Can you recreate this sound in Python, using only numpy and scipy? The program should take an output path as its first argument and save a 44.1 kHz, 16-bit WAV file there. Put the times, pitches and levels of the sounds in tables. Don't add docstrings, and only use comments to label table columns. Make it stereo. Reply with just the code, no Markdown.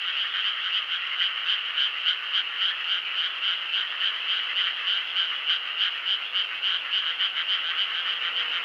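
import sys
import numpy as np
from scipy import signal
from scipy.fft import rfft, irfft
from scipy.io import wavfile
from scipy.ndimage import uniform_filter1d

SR = 44100
rng = np.random.default_rng(int(sys.argv[2]) if len(sys.argv) > 2 else 0)


def natural_amplitude(level_db):
    exponent = np.asarray(level_db, float) / 20
    return 10 ** exponent


def to_wav(s):
    ch = np.atleast_2d(s).T
    pcm = np.round(np.clip(ch, -1, 1) * 32767)
    wavfile.write(sys.argv[1], SR, pcm.astype(np.int16))


N = 381024

# (first pulse [s], pulse rate [Hz], pulses [count])
CALLS_AHEAD = [(0.1554, 202, 18), (0.4236, 210, 17), (0.7097, 211, 19), (1.1776, 198, 19),
               (1.4612, 208, 19), (1.7748, 205, 19), (2.0427, 212, 16), (2.3184, 210, 16),
               (2.5888, 207, 18), (2.8651, 207, 16), (3.1475, 211, 16), (3.4131, 205, 19),
               (3.7121, 202, 18), (3.9902, 207, 18), (4.2618, 206, 17), (4.5408, 209, 19), (4.846, 206, 19),
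               (5.1381, 202, 16), (5.4697, 197, 18), (5.7727, 207, 18), (6.0527, 200, 19),
               (6.3265, 200, 19), (6.6182, 201, 16), (6.9093, 206, 18), (7.1811, 204, 19),
               (7.4693, 202, 18), (7.7521, 201, 17), (8.0358, 197, 19), (8.3387, 201, 16)]
CALLS_RIGHT = [(0.0208, 189, 16), (0.3172, 189, 18), (0.6034, 187, 15), (0.8842, 185, 15),
               (1.1546, 183, 16), (1.4258, 181, 15), (1.7382, 189, 17), (2.0382, 183, 16), (2.328, 181, 15),
               (2.625, 185, 16), (2.895, 181, 16), (3.1842, 183, 16), (3.4542, 181, 16), (3.7382, 183, 15),
               (4.0058, 177, 16), (4.3106, 185, 15), (4.5914, 179, 16), (4.8918, 179, 15),
               (5.1742, 179, 15), (5.459, 179, 15), (5.7934, 181, 17), (6.6774, 177, 16), (7.0262, 175, 16),
               (7.3346, 173, 15), (7.6174, 173, 17), (7.911, 175, 17), (8.199, 173, 16), (8.4894, 175, 16)]
# (multiple of cord tone [ratio], level [dB])
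VOICE_AHEAD = [(0.998, -15.5), (1.999, 1), (2.3, -20), (2.55, -28), (3.002, -27.5), (3.25, -37), (4, -47.5),
               (5.998, -55)]
VOICE_RIGHT = [(1.001, -10), (2, -1.5), (2.35, -18), (2.6, -25), (3.001, -30.5), (4.001, -43),
               (6.001, -47.5)]


def near_frogs():
    calls_ahead = with_effort(CALLS_AHEAD, 1) + [0, 1, 0, 1]
    calls_right = with_effort(CALLS_RIGHT, 2)
    ahead = quacks(calls_ahead, 1549.6, glide=0.12, drawl=0.5, swell=5.9, fade=7.1, jitter_db=0.4)
    right = quacks(calls_right, 1542, glide=0.092, drawl=0.7, swell=6.5, fade=3.5, jitter_db=0.23)
    bell_ms = dict(rise_ms=1.1, fall_ms=1.0)
    return (pulses(*ahead, VOICE_AHEAD, **bell_ms, lead_us=22, shade_db=-1.0)
            + pulses(*right, VOICE_RIGHT, **bell_ms, lead_us=52, shade_db=-3.0))


# (time [s], frog ahead [dB], frog right [dB])
EFFORT = [(0, -22, -20.5), (.7, -20.5, -19.5), (1.4, -19.5, -19.5), (2.1, -18.5, -17), (2.8, -20, -19.5),
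          (3.5, -21.5, -17.5), (4.2, -20.5, -19.5), (4.9, -19, -18.5), (5.6, -19, -18), (6.3, -19, -16),
          (7, -18.5, -18), (7.7, -18, -18.5), (8.1, -23, -20), (8.64, -20.5, -18.5)]


def with_effort(calls, column):
    s, rate_hz, count = np.transpose(calls)
    effort = np.array(EFFORT)
    effort_db = np.interp(s, effort[:, 0], effort[:, column])
    return np.transpose([s, effort_db, rate_hz, count])


def quacks(calls, cord_hz, glide, drawl, swell, fade, jitter_db, stray=0.008):
    glide_pulses, pitch_jitter, timing_jitter_s = 3.9, 0.004, 0.0001
    s, db, rate_hz, count = np.transpose(calls)[:, :, None]
    k = np.arange(22) + 0 * s
    luck = rng.standard_normal((len(s), 4, 22))
    gap_s = (1 + drawl * np.exp(-k / 2.5)) / rate_hz
    when_s = s + np.cumsum(gap_s, axis=1) - gap_s + timing_jitter_s * luck[:, 0]
    left = count - k
    shape = np.clip((k + 1) / swell, 0, 1) * np.clip(left / fade, 0, 1) ** 0.55
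    climb = 1 - glide * np.exp(-k / glide_pulses)
    hz = cord_hz * (climb + pitch_jitter * luck[:, 1] + stray * luck[:, 3, :1])
    gain = shape * natural_amplitude(db + jitter_db * luck[:, 2])
    live = left > 0
    return when_s[live], hz[live], gain[live]


def pulses(s, hz, gain, voice, rise_ms, fall_ms, lead_us, shade_db):
    out = np.zeros((2, N))
    at = np.round(s * SR).astype(int)[:, None] + np.arange(-125, 200)
    ok = (at >= 0) & (at < N)
    for ch, sign in enumerate((0.5, -0.5)):
        t = at / SR - s[:, None] + sign * np.reshape(lead_us, (-1, 1)) * 1e-6
        bell = np.exp(-0.5 * (1000 * t / np.where(t < 0, rise_ms, fall_ms)) ** 2)
        turn = 2 * np.pi * hz[:, None] * t
        wave = 0
        for k, db in voice:
            shade = sign * shade_db * np.exp(-((k * hz.mean() - 3200) / 1300) ** 2)
            wave = wave + natural_amplitude(db + shade) * np.cos(k * turn)
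        out[ch] = np.bincount(at[ok], (gain[:, None] * bell * wave)[ok], N)
    return out


# (frequency [Hz], density [dB per Hz])
RASP = [(900, -29.5), (1500, -6), (2400, 2), (5000, -17), (7300, -33.5), (8400, -40.5), (9300, -36.5),
        (10000, -60.5)]


def rasp(voices):
    strength = uniform_filter1d(uniform_filter1d(abs(voices), size=15), size=60)
    return strength * coloured(RASP)


# (first chuckle [s], chuckles [count], peak [dB], throat tone [Hz])
BOUTS = [(0.147, 4, -27, 1904), (0.575, 3, -28.5, 1984), (1.018, 3, -23, 2020), (1.38, 1, -31, 1960),
         (1.545, 1, -28.5, 1960), (1.953, 1, -26, 2080), (2.257, 1, -30, 1927), (2.52, 4, -26, 1870),
         (3.1, 1, -31.5, 1956), (3.335, 3, -32.5, 2016), (3.825, 3, -26.5, 1827), (4.161, 1, -26, 1896),
         (4.39, 6, -24.5, 1946), (5.316, 2, -30, 2080), (5.605, 1, -30, 1975), (5.755, 4, -30, 1890),
         (6.47, 2, -31, 2144), (6.845, 2, -30, 2010), (7.11, 2, -24.5, 1910), (7.363, 1, -21, 2087),
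         (7.515, 5, -30.5, 1966), (8.065, 3, -28, 1975), (8.387, 1, -27, 1987), (8.531, 1, -31, 1920)]
# (multiple of throat tone [ratio], level [dB])
VOICE_POND = [(0.651, -13), (0.998, 2.5), (1.25, -10.5)]


def chuckles():
    chuckle_gap_s, swell_db, fade_db, throat_stray = 0.094, 2.1, 2.6, 0.02
    start_s, count, peak_db, throat_hz = np.transpose(BOUTS)[:, :, None]
    n = np.arange(6)
    live = n < np.round(count)
    stray = rng.standard_normal((len(BOUTS), 6))
    s = (start_s + chuckle_gap_s * n)[live][:, None]
    bout_db = peak_db - swell_db * np.maximum(2 - n, 0) - fade_db * np.maximum(n - 2, 0)
    db = bout_db[live][:, None]
    hz = (throat_hz * (1 + throat_stray * stray))[live][:, None]
    k = np.arange(5)
    luck = rng.standard_normal((len(s), 2, 5))
    when_s = s + 0.0051 + k / 135 + 0.0004 * luck[:, 0]
    gain = natural_amplitude(db - 3 - 1.3 * abs(k - 1) + 0.4 * luck[:, 1])
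    return pulses(when_s.ravel(), (hz + 0 * k).ravel(), gain.ravel(), VOICE_POND,
                  rise_ms=1.0, fall_ms=1.6, lead_us=9, shade_db=-1.0)


# (time [s], tree frogs [dB], pond frogs [dB])
CROWD_EFFORT = [
    (0, -32, -39.5),
    (1, -33, -39.5),
    (2.6, -33, -40.5),
    (3.5, -33, -42),
    (4.7, -32.5, -39.5),
    (6.2, -33.5, -42.5),
    (7.4, -33.5, -39.5),
    (8.64, -33, -37),
]
# (multiple of cord tone [ratio], level [dB])
VOICE_CROWD = [(1, -12), (2, 1.5), (2.6, -24), (3.05, -31.5)]


def far_frogs():
    trees = crowd(count=22, period_s=0.29, rate_hz=185, length=17, cord_hz=1491.4, spread=0.046,
                  stray=0.027, voice=VOICE_CROWD, fall_ms=1.43)
    pond_voice = [(0.72, -0.5), (0.88, -7.5), (1.08, -0.5), (1.28, -2.5)]
    ponds = crowd(count=8, period_s=0.17, rate_hz=140, length=8, cord_hz=1792, spread=0.045,
                  stray=0.06, voice=pond_voice, fall_ms=2.1)
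    trees_db, ponds_db = in_time(CROWD_EFFORT)
    return natural_amplitude(trees_db) * trees + natural_amplitude(ponds_db) * ponds


def crowd(count, period_s, rate_hz, length, cord_hz, spread, stray, voice, fall_ms):
    out = []
    for turn, own in enumerate(rng.standard_normal((count, 5))):
        s = np.arange(-turn / count, 60) * period_s * (1 + 0.012 * own[0])
        s = s + 0.015 * rng.standard_normal(len(s))
        own_db, own_rate_hz = 1.6 * own[1], rate_hz * (1 + 0.07 * own[2])
        calls = np.transpose([s, 0 * s + own_db, 0 * s + own_rate_hz, 0 * s + length])
        when_s, hz, gain = quacks(calls[s < N / SR], cord_hz * (1 + spread * own[3]), glide=0.12, drawl=0.5,
                                  swell=8.2, fade=2.7, jitter_db=1.0, stray=stray)
        out.append((when_s, hz, gain, 0 * hz + 11 + 14 * own[4]))
    when_s, hz, gain, lead_us = map(np.concatenate, zip(*out))
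    return rms_one(pulses(when_s, hz, gain, voice, 0.75, fall_ms, lead_us, shade_db=-1.05))


def field(x, t60, alike):
    out = np.zeros((2, N + 2 * SR))
    hop = SR // 4
    t = np.arange(SR // 3) / SR
    fade = np.sin(np.pi * np.arange(2 * hop) / (2 * hop))
    padded = np.pad(x, ((0, 0), (hop, 2 * hop)))
    for i in range(0, N + hop, hop):
        mid, side = rng.standard_normal((2, len(t))) * natural_amplitude(-60 * t / t60) * (t > 0.002)
        tail = mid + np.sqrt(1 - np.clip(alike, 0, 1)) * side * [[1], [-1]]
        tail = tail / np.sqrt(np.sum(mid ** 2))
        wet = signal.fftconvolve(padded[:, i:i + 2 * hop] * fade, tail, axes=1)
        out[:, i:i + wet.shape[1]] += wet
    return out[:, hop:hop + N]


# (time [s], firing rate [Hz], nearness [dB], load [dB])
CAR = [
    (0, 116.3, -2.5, -2),
    (1.5, 122.7, -2, -1.5),
    (2.5, 125, -0.5, 3),
    (3.7, 124.5, 0, 3.5),
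    (4.3, 106.2, 0.5, 0.5),
    (6, 100.4, 0.5, 0),
    (7.2, 99.1, 0.5, 5.5),
    (8.15, 96.8, 2, 2.5),
    (8.35, 95.3, 3, 10),
    (8.64, 97, 3.5, 6.5),
]
CAR_ORDERS = [1, 2, 3, 5]
# (level [dB], share of load heard [ratio])
ORDER_LEVELS = [(-78.5, 0.05), (-78, 0.25), (-75, 0.55), (-74.5, 1.9)]
# (frequency [Hz], density [dB per Hz])
ROAD = [(60, -71), (109, -37.5), (172, -31.5), (464, -16.5), (906, -12.5), (1150, -11.5), (2500, -44.5)]


def car():
    hz, near_db, load_db = in_time(CAR)
    turn = 2 * np.pi * np.cumsum(hz) / SR
    knots = np.arange(0, N + SR, SR // 6)
    out = natural_amplitude(-51.5 + 0.9 * near_db) * coloured(ROAD)
    for k, (db, share) in zip(CAR_ORDERS, ORDER_LEVELS):
        waver = np.interp(np.arange(N), knots, rng.standard_normal(len(knots)))
        gain = natural_amplitude(db + near_db + share * load_db + 2.5 * waver)
        out = out + gain * np.sin(k * turn + 0.6 * waver + np.array([[0.3], [-0.3]]))
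    return out


# (time [s], level [dB])
PUFFS = [(.12, -87), (1.23, -82.5), (1.42, -86), (2.09, -80), (2.45, -79), (2.9, -86), (3.34, -82),
         (3.75, -85), (4.02, -87.5), (4.6, -88), (4.91, -84), (5.05, -82.5), (5.27, -78.5), (5.63, -83),
         (5.97, -78), (6.83, -88)]
# (frequency [Hz], density [dB per Hz])
WIND = [(20, -9.5), (40, -10), (70, -1.5), (110, -1), (200, -17.5), (400, -47.5)]


def breeze():
    calm_db, puff_s = -94.5, 0.05
    t = np.arange(0, N + 400, 400) / SR
    gain = natural_amplitude(calm_db) + sum(natural_amplitude(db) * np.exp(-abs(t - s) / puff_s) for s, db in PUFFS)
    return np.interp(np.arange(N) / SR, t, gain) * coloured(WIND)


# (frequency [Hz], density [dB per Hz])
HISS = [(2500, -4.5), (5000, -5), (6800, -2.5), (7400, -13), (8600, -8), (9000, -1.5), (12800, 0),
        (14000, -3.5)]


def hiss():
    return natural_amplitude(-71.5) * coloured(HISS)


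# (frequency [Hz], likeness [ratio])
LIKENESS = [(30, .45), (120, 0.3), (400, 0.89), (1500, 0.81), (3000, 0.89), (6000, 0.085), (12000, 0.01)]


def coloured(spectrum):
    hz = np.maximum(np.fft.rfftfreq(N, 1 / SR), 10)
    mid, side = rfft(rng.standard_normal((2, N))) * natural_amplitude(at_hz(spectrum, hz))
    alike = np.clip(at_hz(LIKENESS, hz), 0, 1)
    return rms_one(irfft(np.sqrt(1 + alike) * mid + np.sqrt(1 - alike) * side * [[1], [-1]], N))


def at_hz(points, hz):
    point_hz, value = np.transpose(points)
    return np.interp(np.log(hz), np.log(point_hz), value)


def in_time(rows):
    s, *columns = np.transpose(rows)
    return [np.interp(np.arange(N) / SR, s, c) for c in columns]


def rms_one(x):
    return x / np.sqrt(np.mean(x ** 2) + 1e-20)


def scene():
    near = near_frogs() + chuckles()
    far = far_frogs()
    near = near + natural_amplitude(-14.5) * rasp(near)
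    far = far + natural_amplitude(-11) * rasp(far)
    near_echo = natural_amplitude(-20) * field(near, t60=0.25, alike=0.9)
    far_echo = natural_amplitude(-4) * field(far, t60=1.0, alike=0.95)
    small_throats = signal.butter(6, 1130, "high", fs=SR, output="sos")
    frogs = signal.sosfilt(small_throats, near + near_echo + far + far_echo)
    return frogs + (breeze() + car()) * natural_amplitude([[-0.35], [0.35]]) + hiss()


def top_cut(x):
    return signal.sosfilt(signal.butter(12, 13670, fs=SR, output="sos"), x)


def record(dry):
    size = N + SR
    hz = np.fft.rfftfreq(size, 1 / SR)
    gap_db = -30 * np.exp(-0.5 * ((hz - 7880) / 130) ** 2) - 9 * np.exp(-0.5 * ((hz - 8000) / 400) ** 2)
    top_db = -40 * np.clip((hz - 13400) / 100, 0, 1)
    mix = irfft(rfft(dry, size) * natural_amplitude(gap_db + top_db), size)[:, :N]
    return top_cut(mix)


dry = scene()
out = record(dry)
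to_wav(out)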